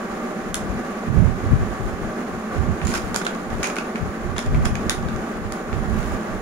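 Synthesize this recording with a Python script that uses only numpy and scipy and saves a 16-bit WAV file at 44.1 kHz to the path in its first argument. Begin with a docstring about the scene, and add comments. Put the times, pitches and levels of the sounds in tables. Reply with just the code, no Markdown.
"""A fan whooshes steadily in a small furnished room, and its draught thumps on two microphone ports in turn.
Plastic lipstick tubes are picked up and knock together: each impact gives a crack and a short ring
of the case's modes, and shakes its neighbours. Stick-slip friction makes tubes scrape and hands
rustle faintly. The room reflects these sounds, and pipe resonances in the ports colour the treble."""
import sys
import numpy as np
from scipy import signal
from scipy.fft import rfft, irfft
from scipy.io import wavfile
from scipy.ndimage import uniform_filter1d

SR = 44100
rng = np.random.default_rng(int(sys.argv[2]) if len(sys.argv) > 2 else 0)


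def put_to_file(sound):
    """Save the sound as 16-bit audio at rate SR, in the file named by the first command-line argument."""
    columns = np.atleast_2d(sound).T  # one column per channel
    safe = np.clip(columns, -1, 1)
    whole_steps = np.round(safe * 32767)
    wavfile.write(sys.argv[1], SR, whole_steps.astype(np.int16))


N = 282681
TIME = np.arange(N) / SR
FREQS = np.fft.rfftfreq(N, 1 / SR)


def undb(db):
    """Decibels to amplitude ratio."""
    return 10 ** (np.asarray(db) / 20)


def shape(points, hz=FREQS):
    """Interpolation of (frequency_hz, value) points on a log-frequency axis."""
    point_hz, value = np.transpose(points)
    return np.interp(np.log(hz + 1), np.log(point_hz), value)


def noise(gain):
    """Gaussian noise of rms 1, filtered by a gain per frequency."""
    x = irfft(rfft(rng.standard_normal(N)) * gain, N)
    return x / x.std()


def walk(rate_hz):
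    """Smooth random fluctuation: low-passed noise of rms 1."""
    return noise(1 / (1 + (FREQS / rate_hz) ** 4) * (FREQS > 0))


def response(points, size=512):
    """Minimum-phase impulse response through (frequency_hz, gain_db) points."""
    cepstrum = irfft(np.log(undb(shape(points, np.fft.rfftfreq(size, 1 / SR)))))
    cepstrum[1:size // 2] *= 2
    cepstrum[size // 2 + 1:] = 0
    return irfft(np.exp(rfft(cepstrum)))


def decay(t, t60):
    """Exponential damping by 60 dB in t60 seconds."""
    return np.exp(-np.log(1000) * t / t60)


def envelope(events, rise_db_per_s, sag_db_per_s, fall_db_per_s):
    """Power sum of (start_s, length_s, level_db) events that rise to their start, sag and then fall."""
    power = 0
    for start_s, length_s, level_db in events:
        age = TIME - start_s
        drop_db = rise_db_per_s * np.maximum(-age, 0) + sag_db_per_s * np.clip(age, 0, length_s)
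        drop_db += fall_db_per_s * np.maximum(age - length_s, 0)
        power = power + undb(np.maximum(level_db - drop_db, -120)) ** 2
    return np.sqrt(power)


def fan(level_db=-29.0, sway_db=1.03, left_lag_s=.00007):
    """Flow noise excites resonances of fan and room; long waves reach both ports nearly alike."""
    # rush of air: frequency_hz, density_db
    rush = [(40, -14.5), (120, -22), (185, -2.5), (280, -9), (380, -5), (500, -7.5), (770, -10), (950, -15),
            (1500, -11.5), (2000, -17.5), (3000, -28), (5000, -34.5), (10000, -41), (16000, -44)]
    # resonances: centre_hz, width_hz, lift_db
    modes = [(227, 59, 10.5), (355, 93, 4), (428, 9.1, 3), (612.6, 13.3, 6.5), (769, 55, 4.5),
             (1149, 111, 8.5)]
    # likeness at the two ports: frequency_hz, correlation
    coherence = [(60, 0.99), (200, 1), (380, 0.9), (700, 0.7), (1300, 0.44), (2400, 0.17), (4000, 0.039)]
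    db = shape(rush) + sum(lift / (1 + (2 * (FREQS - hz) / width) ** 2) for hz, width, lift in modes)
    alike = np.clip(shape(coherence), 0, 1)
    mid, side = rfft(rng.standard_normal((2, N))) * undb(db) * np.sqrt([1 + alike, 1 - alike])
    lag = np.exp(-2j * np.pi * FREQS * left_lag_s)  # the fan stands a little to the right
    air = irfft([(mid + side) * lag, mid - side], N)
    return air / air.std() * undb(level_db + sway_db * walk(16.3))


def draught(port):
    """Unsteady flow: the strength of the air at one port, as gusts over a faint wandering stir."""
    # gusts: start_s, length_s, level_db, port
    gusts = [ (0.462, 0.096, -32, "left"), (0.636, 0.13, -25, "left"), (0.682, 0.037, -37, "right"),
             (1.103, 0.068, -15.5, "right"), (1.162, 0.13, -10, "right"), (1.333, 0.035, -21.5, "right"),
             (1.439, 0.086, -15, "right"), (1.512, 0.034, -10, "left"), (1.59, 0.041, -15.5, "right"),
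             (1.596, 0.014, -20, "left"), (1.692, 0.029, -21, "right"), (1.824, 0.029, -17, "left"),
             (1.877, 0.068, -24, "right"), (2.027, 0.05, -25.5, "left"), (2.324, 0.038, -30.5, "left"),
             (2.582, 0.034, -14.5, "right"), (2.594, 0.033, -38, "left"), (2.692, 0.013, -14, "right"),
             (2.7, 0.04, -26, "left"), (2.844, 0.054, -18.5, "right"), (2.95, 0.17, -30.5, "left"),
             (3.04, 0.02, -25, "left"), (3.133, 0.058, -38, "left"), (3.485, 0.045, -32, "right"),
             (3.533, 0.056, -23, "left"), (4.02, 0.045, -25, "left"), (4.076, 0.039, -31, "right"),
             (4.183, 0.11, -39, "left"), (4.248, 0.14, -25.5, "right"), (4.478, 0.092, -20, "right"),
             (4.502, 0.13, -15, "left"), (4.572, 0.035, -12.5, "right"), (4.656, 0.046, -20, "right"),
             (4.719, 0.035, -17.5, "left"), (4.79, 0.05, -28, "left"), (4.873, 0.026, -21, "right"),
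             (4.98, 0.031, -23, "right"), (5.037, 0.14, -24.5, "left"), (5.397, 0.02, -22, "left"),
             (5.471, 0.015, -23, "right"), (5.654, 0.33, -34, "left"), (5.737, 0.092, -19.5, "right"),
             (5.885, 0.13, -17.5, "right"), (6.06, 0.12, -22, "right"), (6.084, 0.032, -32, "left"),
             (6.31, 0.13, -28, "right")]
    hits = [(start_s, length_s, db) for start_s, length_s, db, side in gusts if side == port]
    calm = undb(-51 + 3 * walk(4.1))
    return envelope(hits, rise_db_per_s=418, sag_db_per_s=19, fall_db_per_s=348) + calm


def buffet(gust, gain_db, steady_s=0.099, flutter_db=2, fine_db=1, fine_hz=180, ceiling=.85):
    """Turbulence presses on a port; strong gusts break up into finer, higher-pitched eddies."""
    # eddy pressure: frequency_hz, density_db
    spectrum = [(12, -28), (28, 0.5), (55, 1.5), (100, -0.5), (170, -5.5), (250, -12.5), (400, -58),
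                (900, -56)]
    eddies = noise(undb(shape(spectrum)) * (FREQS < 2000))
    eddies /= np.sqrt(uniform_filter1d(eddies ** 2, int(steady_s * SR)))
    fine = noise((FREQS / fine_hz) ** 2 / (1 + (FREQS / fine_hz) ** 6))
    pressure = (eddies + undb(fine_db) * gust * fine) * gust * undb(gain_db + flutter_db * walk(11.7))
    # a soft limit rounds the loudest wind thumps so they do not clip
    return ceiling * np.tanh(pressure / ceiling)


def rustle(holding_db=-52, rough_db=3, slips_per_s=260, slip_db=-2, spread_db=4):
    """Friction of skin and plastic: a soft hiss with tiny slips, faintest while fingers only hold on."""
    # friction noise: frequency_hz, density_db
    spectrum = [(300, -16), (900, 16), (2000, 7.5), (5000, -7), (9000, -7.5), (15000, -13)]
    # slides of hands, hair and tubes: start_s, length_s, level_db
    slides = [(1.77, 0.065, -48.5), (2.89, 0.19, -43.5), (3.62, 0.035, -42), (5.98, 0.11, -41.5)]
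    colour = undb(shape(spectrum))
    slips = (rng.random(N) < slips_per_s / SR) * undb(spread_db * rng.standard_normal(N))
    bursts = np.sqrt(np.abs(uniform_filter1d(slips ** 2, SR // 1000)))
    grip = undb(rough_db * walk(60)) + undb(slip_db) * bursts / np.sqrt(np.mean(bursts ** 2))
    sliding = envelope(slides, rise_db_per_s=100, sag_db_per_s=0, fall_db_per_s=108) + undb(holding_db)
    return np.array([noise(colour), noise(colour)]) * sliding * grip / 2


def crack(t, colour, rise_s=.0007):
    """Impact noise: hard edges scrape for an instant, heard at each port by its own path."""
    burst = rfft(rng.standard_normal((2, len(t))) * t * np.exp(-t / rise_s))
    flattened = burst / np.sqrt(np.abs(burst))
    pulse = irfft(flattened, len(t))[:, :SR // 200]
    pulse /= np.linalg.norm(pulse, axis=1, keepdims=True)
    return irfft(rfft(pulse, len(t)) * rfft(response(colour), len(t)), len(t))


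def ring(t, part, colour, detune=0.0068):
    """Free vibration: the struck part rings in damped modes, which every grip detunes a little."""
    # modes of each part of a tube: pitch_hz, t60_s, level_db
    modes = {"case": [(1450, .022, -22), (2280, .012, -19)], "sleeve": [(1450, .015, -23),
             (5300, .006, -18)], "hollow": [(1500, .02, -16.5), (2650, .008, -24), (3650, .006, -19)],
             "barrel": [(1720, 0.018, -36), (2390, 0.0098, -17.5), (6500, 0.0089, -16)],
             "base": [(1450, .016, -19), (2610, .021, -17.5), (5200, .025, -28)], "cap": [(1470, .025, -27),
             (3650, .0045, -11), (5200, .005, -15), (6900, .004, -24), (9500, .008, -19.5)],
             "catch": [(3480, .006, -11.5), (6940, .007, -31), (8000, .005, -22), (10400, .005, -17)],
             "rim": [(1350, .012, -29), (4850, .007, -22), (6900, .0055, -19.5), (8730, .0065, -26.5)]}
    out = 0
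    for hz, t60, db in modes[part]:
        age = np.maximum(t - rng.random((2, 1)) / hz, 0)  # out of step at the two ports
        pitch_hz = hz * (1 + detune * rng.standard_normal())
        out += undb(db + shape(colour, hz)) * np.sin(2 * np.pi * pitch_hz * age) * decay(age, t60)
    return out


def tubes(contacts):
    """Impulsive excitation: the spectrum of each contact weights both its crack and its ring."""
    t = TIME[:SR // 8]
    out = np.zeros((2, N + len(t)))
    for start_s, part, body_db, edge_db in contacts:
        colour = [(150, body_db - 24), (600, body_db - 6), (1400, body_db + 3.5), (3200, body_db),
                  (6500, edge_db), (10000, edge_db), (14000, edge_db - 11)]
        start = int(start_s * SR)
        out[:, start:start + len(t)] += crack(t, colour) + ring(t, part, colour)
    return out[:, :N]


def jostle(contacts, gain_db=-7, settle_s=0.0098, knocks_per_s=900):
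    """Secondary collisions: a blow shakes the neighbouring tubes, which chatter and quickly settle."""
    # response of the pile of hollow cases: frequency_hz, gain_db
    pile = [(200, -2), (600, 16), (1400, 17.5), (2500, 10.5), (4500, 2), (9000, -7), (15000, -47)]
    t = TIME[:SR // 12]
    out = np.zeros((2, N + len(t)))
    for start_s, _, body_db, _ in contacts:
        knocks = (rng.random((2, len(t))) < knocks_per_s / SR) * rng.standard_normal((2, len(t)))
        chatter = knocks * np.exp(-t / settle_s) / np.sqrt(knocks_per_s * settle_s / 2)
        start = int(start_s * SR)
        out[:, start:start + len(t)] += undb(body_db + gain_db) * chatter
    return signal.fftconvolve(out, response(pile)[None])[:, :N]


def ticks(count=10, sorting_s=(2.2, 5.3), body_db=-17, edge_db=-26, spread_db=2.5):
    """Light impacts fall at random while the tubes are sorted; returns contact rows."""
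    # surfaces that may touch: part
    parts = ("case", "sleeve", "barrel", "rim")
    rows = []
    for when, which, force in rng.random((count, 3)):
        start_s = np.interp(when, (0, 1), sorting_s)
        db = spread_db * (2 * force - 1)
        rows.append((start_s, parts[int(which * len(parts))], body_db + db, edge_db + db))
    return rows


def scrapes(catches_per_s=450, spread_db=3):
    """Stick-slip friction: a dragged tube makes a dense, uneven run of catches; returns contact rows."""
    # one tube dragged along another: start_s, length_s, part, body_db, edge_db (levels of one catch)
    drags = [(2.872, .06, "rim", -16, -21), (2.935, .045, "sleeve", -13, -18),
             (3.148, .013, "rim", -13, -17), (3.632, .04, "barrel", -11, -20)]
    rows = []
    for start_s, length_s, part, body_db, edge_db in drags:
        for k, (late, force) in enumerate(rng.random((40, 2))):
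            age = (k + late) / catches_per_s
            db = spread_db * (2 * force - 1)
            if age < length_s:
                rows.append((start_s + age, part, body_db + db, edge_db + db))
    return rows


def room(sound, wet_db=-5.0, t60=0.23, treble_t60=0.2, grain=0.22, build_s=.007, hand_move_s=.1):
    """Reverberation: reflections build up quickly, differ at each port and change as the hands move."""
    t = TIME[:SR // 3]
    lowpass = signal.butter(2, 6000, fs=SR, output="sos")
    step = int(hand_move_s * SR)
    fade = np.sin(np.pi * np.arange(2 * step) / (2 * step))
    build = 1 - np.exp(-(t / build_s) ** 2)
    wet = np.zeros((2, N + len(t)))
    for start in range(0, N, step):
        echoes = rng.standard_normal((2, len(t))) * np.exp(grain * rng.standard_normal((2, len(t))))
        low = signal.sosfiltfilt(lowpass, echoes)
        # soft furniture absorbs the treble sooner
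        tail = build * (low * decay(t, t60) + (echoes - low) * decay(t, treble_t60))
        tail /= np.linalg.norm(tail, axis=1, keepdims=True)
        direct = sound[:, start:start + 2 * step]
        reflected = signal.fftconvolve(direct * fade[:direct.shape[1]], tail, axes=1)
        wet[:, start:start + reflected.shape[1]] += reflected
    return sound + undb(wet_db) * wet[:, :N]


def scene():
    """Superposition of the fan, its draught on the ports, and the hands and tubes in the room."""
    # contacts of the tubes: start_s, part, body_db (near 3 kHz), edge_db (near 8 kHz)
    clicks = [ (0.5432, "catch", -2.5, 0), (0.554, "sleeve", -14, -3.5), (2.8161, "barrel", -5.5, -47),
              (2.8505, "rim", -15, -17), (2.855, "rim", -10, -20), (2.8697, "rim", -9, -9),
              (2.878, "sleeve", -10, -23), (2.902, "sleeve", -15, -26), (2.917, "barrel", -9, -25),
              (2.940, "sleeve", -2, -9), (2.9502, "sleeve", -5, -6), (2.954, "barrel", -1, -23),
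              (2.979, "barrel", -14, -26), (3.1441, "sleeve", -1, -9), (3.161, "rim", 1.5, 3),
              (3.2145, "hollow", -7, -38), (3.2483, "catch", -13, -16), (3.253, "catch", -12, -12),
              (3.266, "hollow", 1, -11), (3.2745, "case", -15, -20), (3.63, "sleeve", 0, -6.5),
              (3.633, "barrel", -6, -6.5), (3.642, "barrel", 1.5, -14), (3.651, "case", -10, -20),
              (3.657, "sleeve", -12, -14), (3.664, "hollow", -21, -19), (3.672, "sleeve", -12, -7),
              (3.6996, "barrel", -8, -26), (3.7576, "sleeve", -11, -15), (3.766, "case", -4, -15),
              (3.7848, "base", -4, -13.5), (3.9574, "case", -6, -38), (4.363, "rim", -5.5, -30),
              (4.3815, "catch", -2.5, -11), (4.391, "sleeve", -4, -10), (4.461, "rim", -11, -22),
              (4.546, "case", -7.5, -29), (4.651, "rim", -12, -13), (4.6547, "sleeve", -1, -4.5),
              (4.754, "barrel", -5, -17), (4.896, "cap", 2, 2.5), (4.9055, "case", -5.5, -4),
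              (5.086, "hollow", -13.5, -20), (5.522, "sleeve", -9.5, -9.5), (5.729, "case", -9, -29)]
    wind = np.array([buffet(draught("left"), gain_db=-0.5), buffet(draught("right"), gain_db=-2.0)])
    air = fan()
    contacts = clicks + ticks()
    handling = rustle() + tubes(contacts + scrapes()) + jostle(contacts)
    return air + wind + room(handling)


def record(dry, top_hz=15700):
    """Pipe resonance colours the treble differently in each microphone port; a low-pass cuts the top."""
    # responses of the two ports: frequency_hz, gain_db
    left_port = [(2000, 0.5), (3500, -1), (4500, -1.5), (5700, -3.5), (6700, -17), (8000, -1), (8900, 3),
                 (9500, 10.5), (10400, 4.5), (11200, 1), (13000, 2.5), (14500, -24), (16000, -19)]
    right_port = [(2000, 1.5), (4000, 2), (5700, 6), (7000, 12), (8000, 0), (9000, -2.5), (10300, -29),
                  (11700, -26), (12700, 5.5), (13700, -3), (15200, 3)]
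    coloured = [signal.fftconvolve(x, response(port))[:N] for x, port in zip(dry, (left_port, right_port))]
    lowpass = signal.ellip(10, .2, 80, top_hz, fs=SR, output="sos")
    return signal.sosfilt(lowpass, coloured)


dry = scene()
out = record(dry)
put_to_file(out)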